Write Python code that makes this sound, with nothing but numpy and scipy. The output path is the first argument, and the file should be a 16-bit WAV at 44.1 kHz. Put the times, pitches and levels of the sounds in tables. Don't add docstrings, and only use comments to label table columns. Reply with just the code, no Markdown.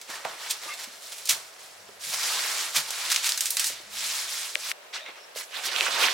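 import sys
import numpy as np
from scipy import signal
from scipy.io import wavfile

SR = 44100
rng = np.random.default_rng(int(sys.argv[2]) if len(sys.argv) > 2 else 0)


def dump_mix(stems):
    frames = np.atleast_2d(stems).T
    limited = np.clip(frames, -1, 1)
    pcm = np.round(limited * 32767).astype(np.int16)
    wavfile.write(sys.argv[1], SR, pcm)


N = 270333
TIME = np.arange(N) / SR
FRIDGE_FROM_S, CUTOFF_HZ = 4.722, 16000


def from_db(db):
    return 10 ** (np.asarray(db) / 20)


def rms_one(x):
    return x / np.sqrt(np.mean(x ** 2) + 1e-20)


def passed(x, hz, kind, order=2):
    sections = signal.butter(order, np.clip(hz, 10, .45 * SR), kind, fs=SR, output="sos")
    return signal.sosfilt(sections, x + 1e-18)


def resonance(x, hz, width_hz):
    r = np.exp(-np.pi * width_hz / SR)
    feedback = [1, -2 * r * np.cos(2 * np.pi * hz / SR), r * r]
    return signal.lfilter(np.array([1, 0, -1]) * (1 - r * r) / 2, feedback, x + 1e-18)


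def ringing(x, hz, ring_s):
    return resonance(x, hz, np.log(1000) / (np.pi * ring_s))


def panned(x, pan_db):
    return x * from_db(np.array([[.5], [-.5]]) * pan_db)


def add(out, s, x):
    at = max(round(s * SR), 0)
    out[:, at:at + x.shape[-1]] += x[..., :N - at]


def grains(size, per_s, spread_db, width):
    sizes = from_db(spread_db * np.minimum(rng.exponential(1, size), 4)) * rng.choice([-1, 1], size)
    mid = sizes * (rng.random(size) < per_s / SR)
    side = np.roll(mid, 2) * rng.standard_normal(size)
    return rms_one(mid + width * side * np.array([[1], [-1]]))


def bands(colour):
    edges = np.geomspace(colour[0][0], CUTOFF_HZ, int(2 * np.log2(CUTOFF_HZ / colour[0][0])) + 2)
    centres = np.sqrt(edges[1:] * edges[:-1])
    hz, db = np.transpose(colour)
    shares = from_db(np.interp(np.log(centres), np.log(hz), db)) * np.sqrt(np.diff(edges))
    return list(zip(zip(edges, edges[1:]), centres, shares / np.linalg.norm(shares)))


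def stroked(rows, release_s, sag_db_per_s, base_db):
    power = from_db(base_db).reshape(3, -1) ** 2
    for start, end, db, rise_s, low_db, treble_db in rows:
        since = np.maximum(TIME - start, 0)
        held = np.minimum(since / rise_s, 1) * from_db(db - sag_db_per_s * since)
        release = np.exp(-np.maximum(TIME - end, 0) / release_s)
        power = power + (held * release * from_db([[low_db], [0], [treble_db]])) ** 2
    return 10 * np.log10(power)


def rustle(colour, levels_db, per_s, spread_db, width, flutter_db):
    bank, ranges_hz = bands(colour), [(350, 1200), (1500, 6000), (7000, 15000)]
    range_power = [sum(share ** 2 for _, hz, share in bank if low < hz < high) for low, high in ranges_hz]
    swell_db = np.array(levels_db) - 10 * np.log10(range_power)[:, None]
    slips = [grains(N, per_s, spread_db, width) for _ in range(2)]
    out = 0
    for k, (edges, hz, share) in enumerate(bank):
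        blend = [np.interp(np.log(hz), np.log(ranges_hz).mean(axis=1), row) for row in np.eye(3)]
        flutter = rms_one(passed(rng.standard_normal(N), 29.7, "low"))
        band = rms_one(passed(slips[k % 2], edges, "band"))
        out = out + share * band * from_db(blend @ swell_db + flutter_db * flutter)
    return out


def kitchen(x, echo_db, ring_s, wall_hz):
    t = np.arange(SR // 2) / SR
    echoes = rng.standard_normal((2, len(t))) * from_db(-60 * t / ring_s) * (t > .003)
    echoes = passed(echoes, wall_hz, "low", order=1)
    echoes /= np.linalg.norm(echoes, axis=1, keepdims=True)
    return x + from_db(echo_db) * signal.fftconvolve(x, echoes, axes=1)[:, :N]


# (frequency [Hz], relative level [dB])
ROOM_COLOUR = [(24, -66), (40, -19), (91, -18), (163, -11.5), (199, -16.5), (256, -16), (503, -0.5),
               (570, -6), (680, 7), (918, -6.5), (1340, -6), (1590, -5), (16000, -25.5)]
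def room_tone():
    white = [rng.standard_normal(N) + rng.standard_normal(N) * np.array([[1], [-1]]) for _ in range(2)]
    return sum(share * rms_one(passed(white[k % 2], edges, "band"))
               for k, (edges, _, share) in enumerate(bands(ROOM_COLOUR)))


# (start [s], end [s], pitch [Hz], level [dB])
HUMS = [(1.69, 2.17, 100, -69.5), (1.75, 2.01, 200, -69), (3.78, 4.2, 205, -65), (3.6, 4.2, 120, -71.5),
        (3.58, 4.45, 57, -71)]
def hums():
    out = 0
    for start, end, hz, db in HUMS:
        swell = np.sqrt(np.clip(4 * (TIME - start) * (end - TIME) / (end - start) ** 2, 0, 1))
        waver = 1 + 0.39 * rms_one(passed(rng.standard_normal(N), 4, "low"))
        out = out + from_db(db) * swell * waver * np.sin(2 * np.pi * hz * TIME)
    return out


# (pitch [Hz], relative level [dB], ring time [s])
WIRE_NOTES = [(1190, -35, .06), (2250, -9.5, 0.021), (4270, -5, 0.06), (5630, -7, 0.084),
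              (7140, -3.5, 0.041), (8380, -5, .04)]
def wires(scraping):
    return sum(from_db(db) * ringing(scraping, hz, ring_s) for hz, db, ring_s in WIRE_NOTES)


# (pitch [Hz], relative level [dB], ring time [s])
BASKET_NOTES = [(116.7, -20.5, 0.89), (155.5, -4.5, 0.12), (198, -8, 0.13)]
# (time [s], level [dB])
LANDINGS = [(0.249, -51), (1.317, -48), (2.069, -49), (2.767, -41.5), (3.699, -52)]
def landings():
    out, t = np.zeros((2, N)), np.arange(SR // 2) / SR
    for s, db in LANDINGS:
        settle = rng.standard_normal(len(t)) * np.exp(-t / 0.024)
        for hz, note_db, ring_s in BASKET_NOTES:
            ring = ringing(settle, hz, ring_s)
            add(out, s, from_db(db + note_db) * ring / np.abs(ring).max())
    return out


# (start [s], end [s], pitch [Hz], level [dB])
SQUEAKS = [(0.133, 0.145, 1750, -38), (0.672, 0.722, 1176, -43), (0.696, 0.737, 2110, -40.5),
           (0.671, 0.76, 2630, -46), (4.992, 5.08, 604, -53), (4.999, 5.1, 3730, -50),
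           (5.059, 5.107, 2130, -45), (5.153, 5.273, 5400, -56.5)]
def squeaks():
    out = np.zeros((2, N))
    for start, end, hz, db in SQUEAKS:
        size = int((end - start) * SR)
        slips = grains(size, per_s=3300, spread_db=2.0, width=0.089)
        tone = rms_one(resonance(resonance(slips, hz, 40 + hz * 0.046), hz, 60 + hz * 0.11))
        add(out, start, from_db(db) * tone * signal.windows.tukey(size, .5))
    return out


# (time [s], level [dB], pitch [Hz])
KNOCKS = [(0.092, -44, 290), (0.2505, -20, 710), (0.262, -31, 1130), (0.655, -37, 374), (0.872, -46, 245),
          (1.888, -39.5, 416), (3.698, -35.5, 410), (3.8, -42.5, 400), (4.557, -33.5, 564),
          (5.085, -35, 507), (5.358, -30, 514), (5.588, -29.5, 860), (5.755, -41, 326), (5.862, -16, 1410),
          (5.88, -21.5, 660)]
def knocks(fade_s=0.054):
    out, t = np.zeros((2, N)), np.arange(SR // 4) / SR
    for s, db, hz in KNOCKS:
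        contact = grains(len(t), per_s=10000, spread_db=0.5, width=0.2) * from_db(-60 * t / fade_s)
        thud = passed(resonance(contact, hz, hz * 0.37), hz * 0.58, "high")
        add(out, s, from_db(db) * thud / np.abs(thud).max())
    return panned(out, pan_db=-5.0)


# (time [s], level [dB], pitch [Hz], left minus right [dB])
CLICKS = [(0.25, -19.5, 1970, -2), (3.1612, -11, 4200, 0), (3.3215, -7, 4270, -1),
          (4.5519, -18.5, 7800, -11), (4.5552, -9.5, 2180, 11), (4.7157, -15.5, 1950, 12),
          (5.063, -27.5, 2300, -3), (5.763, -15, 2700, -17), (5.809, -4.5, 2600, -3),
          (6.0848, -13, 1850, -7)]
def clicks(ring_cycles=5.03):
    out, tap = np.zeros((2, N)), signal.unit_impulse(SR // 20)
    for s, db, hz, pan_db in CLICKS:
        ring = ringing(tap, hz, ring_cycles / hz)
        ring = passed(resonance(ring, hz, hz * 1.6), hz * 0.58, "high")
        add(out, s, panned(from_db(db) * ring / np.abs(ring).max(), pan_db))
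    return out


# (frequency [Hz], relative level [dB])
BAG_COLOUR = [(88, -64), (150, -38), (475, -9.5), (854, -7.5), (979, -0.5), (1170, -21), (1420, -0.5),
              (3220, 3), (8560, -6), (14500, -16.5), (16000, -44)]
# (start [s], end [s], mid level [dB], rise [s], low over mid [dB], treble over mid [dB])
BAG_TOUCHES = [(4.925, 4.965, -31.5, 0.017, -17.5, -18), (5.04, 5.09, -43, .025, -8, -33),
               (5.14, 5.19, -48.5, 0.018, -10, -20), (5.345, 5.4, -38, 0.029, -15, 1)]
# (time [s], mid level [dB])
CRUMPLE = [(5.48, -55), (5.568, -33), (5.618, -40), (5.656, -31.5), (5.69, -34), (5.82, -27.5), (5.89, -32),
           (6.042, -24), (6.12, -31)]
# (time [s], left minus right [dB])
BAG_PAN = [(5.2, -1), (5.6, -4.5)]
def bag():
    mid_db = np.interp(TIME, *np.transpose(CRUMPLE), left=-59.5)
    low_db = -37.5 + 1.37 * (mid_db + 29)
    levels_db = stroked(BAG_TOUCHES, release_s=0.032, sag_db_per_s=0, base_db=(low_db, mid_db, mid_db - 10))
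    crinkle = rustle(BAG_COLOUR, levels_db, per_s=3500, spread_db=0.5, width=0.35, flutter_db=2.5)
    return panned(crinkle, np.interp(TIME, *np.transpose(BAG_PAN)))


# (frequency [Hz], relative level [dB])
RUB_COLOUR = [(88, -62), (150, -24), (213, -36.5), (291, -38), (315, -22.5), (466, -16.5), (1190, -2.5),
              (1340, -2.5), (3620, 1), (5460, -0.5), (9260, -7), (15100, -18), (16000, -19)]
# (start [s], end [s], mid level [dB], rise [s], low over mid [dB], treble over mid [dB])
RUB_STROKES = [(0.07, 0.17, -42.5, .025, -0.5, -5.5), (0.24, 0.33, -43, 0.0087, 0.5, -6.5),
               (0.36, 0.52, -40, 0.058, -6, -3), (0.605, 0.71, -41, 0.024, -5.5, -3),
               (0.76, 0.84, -45, .04, -8, -5), (0.915, 0.95, -53.5, .01, -14, 2),
               (1.0, 1.21, -47, 0.033, -13, 2), (1.28, 1.35, -45, 0.035, 0.5, 3),
               (1.58, 1.66, -52, 0.013, -10, 1), (1.99, 2.15, -38.5, 0.058, -17, 3),
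               (2.09, 2.64, -30, .16, -9, -1), (2.7, 3.12, -31.5, 0.35, -10.5, -3),
               (3.22, 3.3, -33, 0.016, -13, -1.5), (3.4, 3.46, -38, 0.014, -17.5, -7),
               (3.567, 3.69, -35.5, 0.022, -18, -7.5), (3.89, 4.21, -32, 0.14, -14.5, -0.5),
               (4.25, 4.45, -35, 0.078, -15.5, -1), (4.55, 4.72, -35, 0.12, -13, 0)]
def rubbing():
    light_touch_db = (-64, -56.5, -57)
    levels_db = stroked(RUB_STROKES, release_s=0.11, sag_db_per_s=5.5, base_db=light_touch_db)
    hiss = rustle(RUB_COLOUR, levels_db, per_s=12000, spread_db=3.0, width=0.38, flutter_db=1.4)
    return panned(hiss, pan_db=-0.85)


def flake(x, hz, ring_db, low_hz, high_hz):
    coloured = x + from_db(ring_db) * resonance(x, hz, hz * 1.02)
    return passed(passed(coloured, low_hz, "high", order=3), high_hz, "low", order=1)


# (time [s], level [dB], pitch [Hz])
SNAPS = [(0.014, -36, 5170), (1.1826, -34.5, 5850), (1.2727, -28.5, 5740), (2.2316, -27.5, 3730),
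         (2.9057, -26.5, 7150), (3.1012, -23, 4000), (3.1441, -21, 4300), (3.1605, -18.5, 4270),
         (3.243, -22.5, 4370), (3.2913, -20, 6340), (3.3755, -22, 6300), (3.4073, -18.5, 8180),
         (3.457, -22.5, 6500), (3.4665, -27.5, 6300), (3.505, -20, 11800), (3.569, -18, 4830),
         (3.5955, -19.5, 7200), (3.6424, -21, 5900)]
def snaps(crack_s=0.0039, crackle_s=0.078):
    out, t = np.zeros((2, N)), np.arange(SR // 10) / SR
    fade = np.exp(-t / crack_s) + from_db(-12) * np.exp(-t / crackle_s)
    for s, db, hz in SNAPS:
        breaks = grains(len(t), per_s=16000, spread_db=1.2, width=0.19)
        crack = flake(breaks, hz, ring_db=3.0, low_hz=0.28 * hz, high_hz=5940)
        treble_db = -13 + 20 * np.log2(hz / 5000)
        crack = rms_one(crack + from_db(treble_db) * passed(crack, 6900, "high", order=1))
        add(out, s, from_db(db) * crack * fade)
    return panned(out, pan_db=-1.0)


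# (peak time [s], level [dB], rise [s], fade [s], bass cut [Hz])
CRUNCHES = [(0.092, -37, 0.0022, .022, 710), (0.156, -39, 0.026, 0.011, 780),
            (0.511, -21.5, 0.007, .011, 2380), (0.738, -36.5, .005, 0.014, 1400),
            (0.80, -37, 0.014, 0.034, 800), (0.84, -35.5, 0.013, 0.012, 1100),
            (1.124, -34.5, 0.0054, .015, 1000), (1.256, -29.5, 0.0018, .012, 3180),
            (1.293, -16, 0.0022, 0.019, 2300), (1.309, -21.5, 0.0092, 0.022, 900),
            (2.145, -25, 0.02, 0.0077, 730), (2.764, -18, 0.011, 0.026, 740),
            (3.12, -19, 0.0085, 0.015, 1420), (3.267, -22, .015, .013, 1520),
            (3.598, -28.5, .005, 0.032, 1300), (3.67, -25, .017, 0.024, 4000),
            (5.661, -28, 0.017, 0.019, 2960), (6.032, -25, 0.02, 0.022, 900)]
def crunches():
    out, t = np.zeros((2, N)), np.arange(-SR // 10, SR // 5) / SR
    for s, db, rise_s, fade_s, cut_hz in CRUNCHES:
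        hz = cut_hz + (4060 if s < FRIDGE_FROM_S else 1000)
        breaks = grains(len(t), per_s=8800, spread_db=2.5, width=0.13)
        swarm = rms_one(flake(breaks, hz, ring_db=-3, low_hz=cut_hz, high_hz=7700))
        swell = np.exp(np.minimum(t / rise_s, -t / fade_s))
        add(out, s + t[0], from_db(db) * swarm * swell)
    return panned(out, pan_db=-1.2)


def scene():
    crushed, hiss = crunches(), room_tone()
    skins = rubbing() + crushed + snaps()
    counter = kitchen(skins + wires(skins) + landings(), echo_db=-14.5, ring_s=0.25, wall_hz=8300)
    counter += hums() + from_db(-50.5) * hiss
    fridge = kitchen(bag() + crushed, echo_db=-12.0, ring_s=0.19, wall_hz=6200)
    fridge += from_db(-47.5) * passed(hiss, 310, "high", order=1)
    handling = kitchen(knocks() + squeaks(), echo_db=-12.0, ring_s=0.18, wall_hz=4000)
    at_fridge = np.clip((TIME - FRIDGE_FROM_S) / .008 + .5, 0, 1)
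    return (1 - at_fridge) * counter + at_fridge * fridge + handling + clicks()


def record(dry):
    mid, side = (dry[0] + dry[1]) / 2, (dry[0] - dry[1]) / 2
    side = side - 0.8 * signal.sosfiltfilt(signal.butter(1, 380, fs=SR, output="sos"), side)
    side = side + from_db(-10) * passed(side, 6700, "high", order=1)
    top_cut = signal.ellip(10, .2, 80, CUTOFF_HZ, fs=SR, output="sos")
    return signal.sosfilt(top_cut, np.array([mid + side, mid - side]))


dry = scene()
out = record(dry)
dump_mix(out)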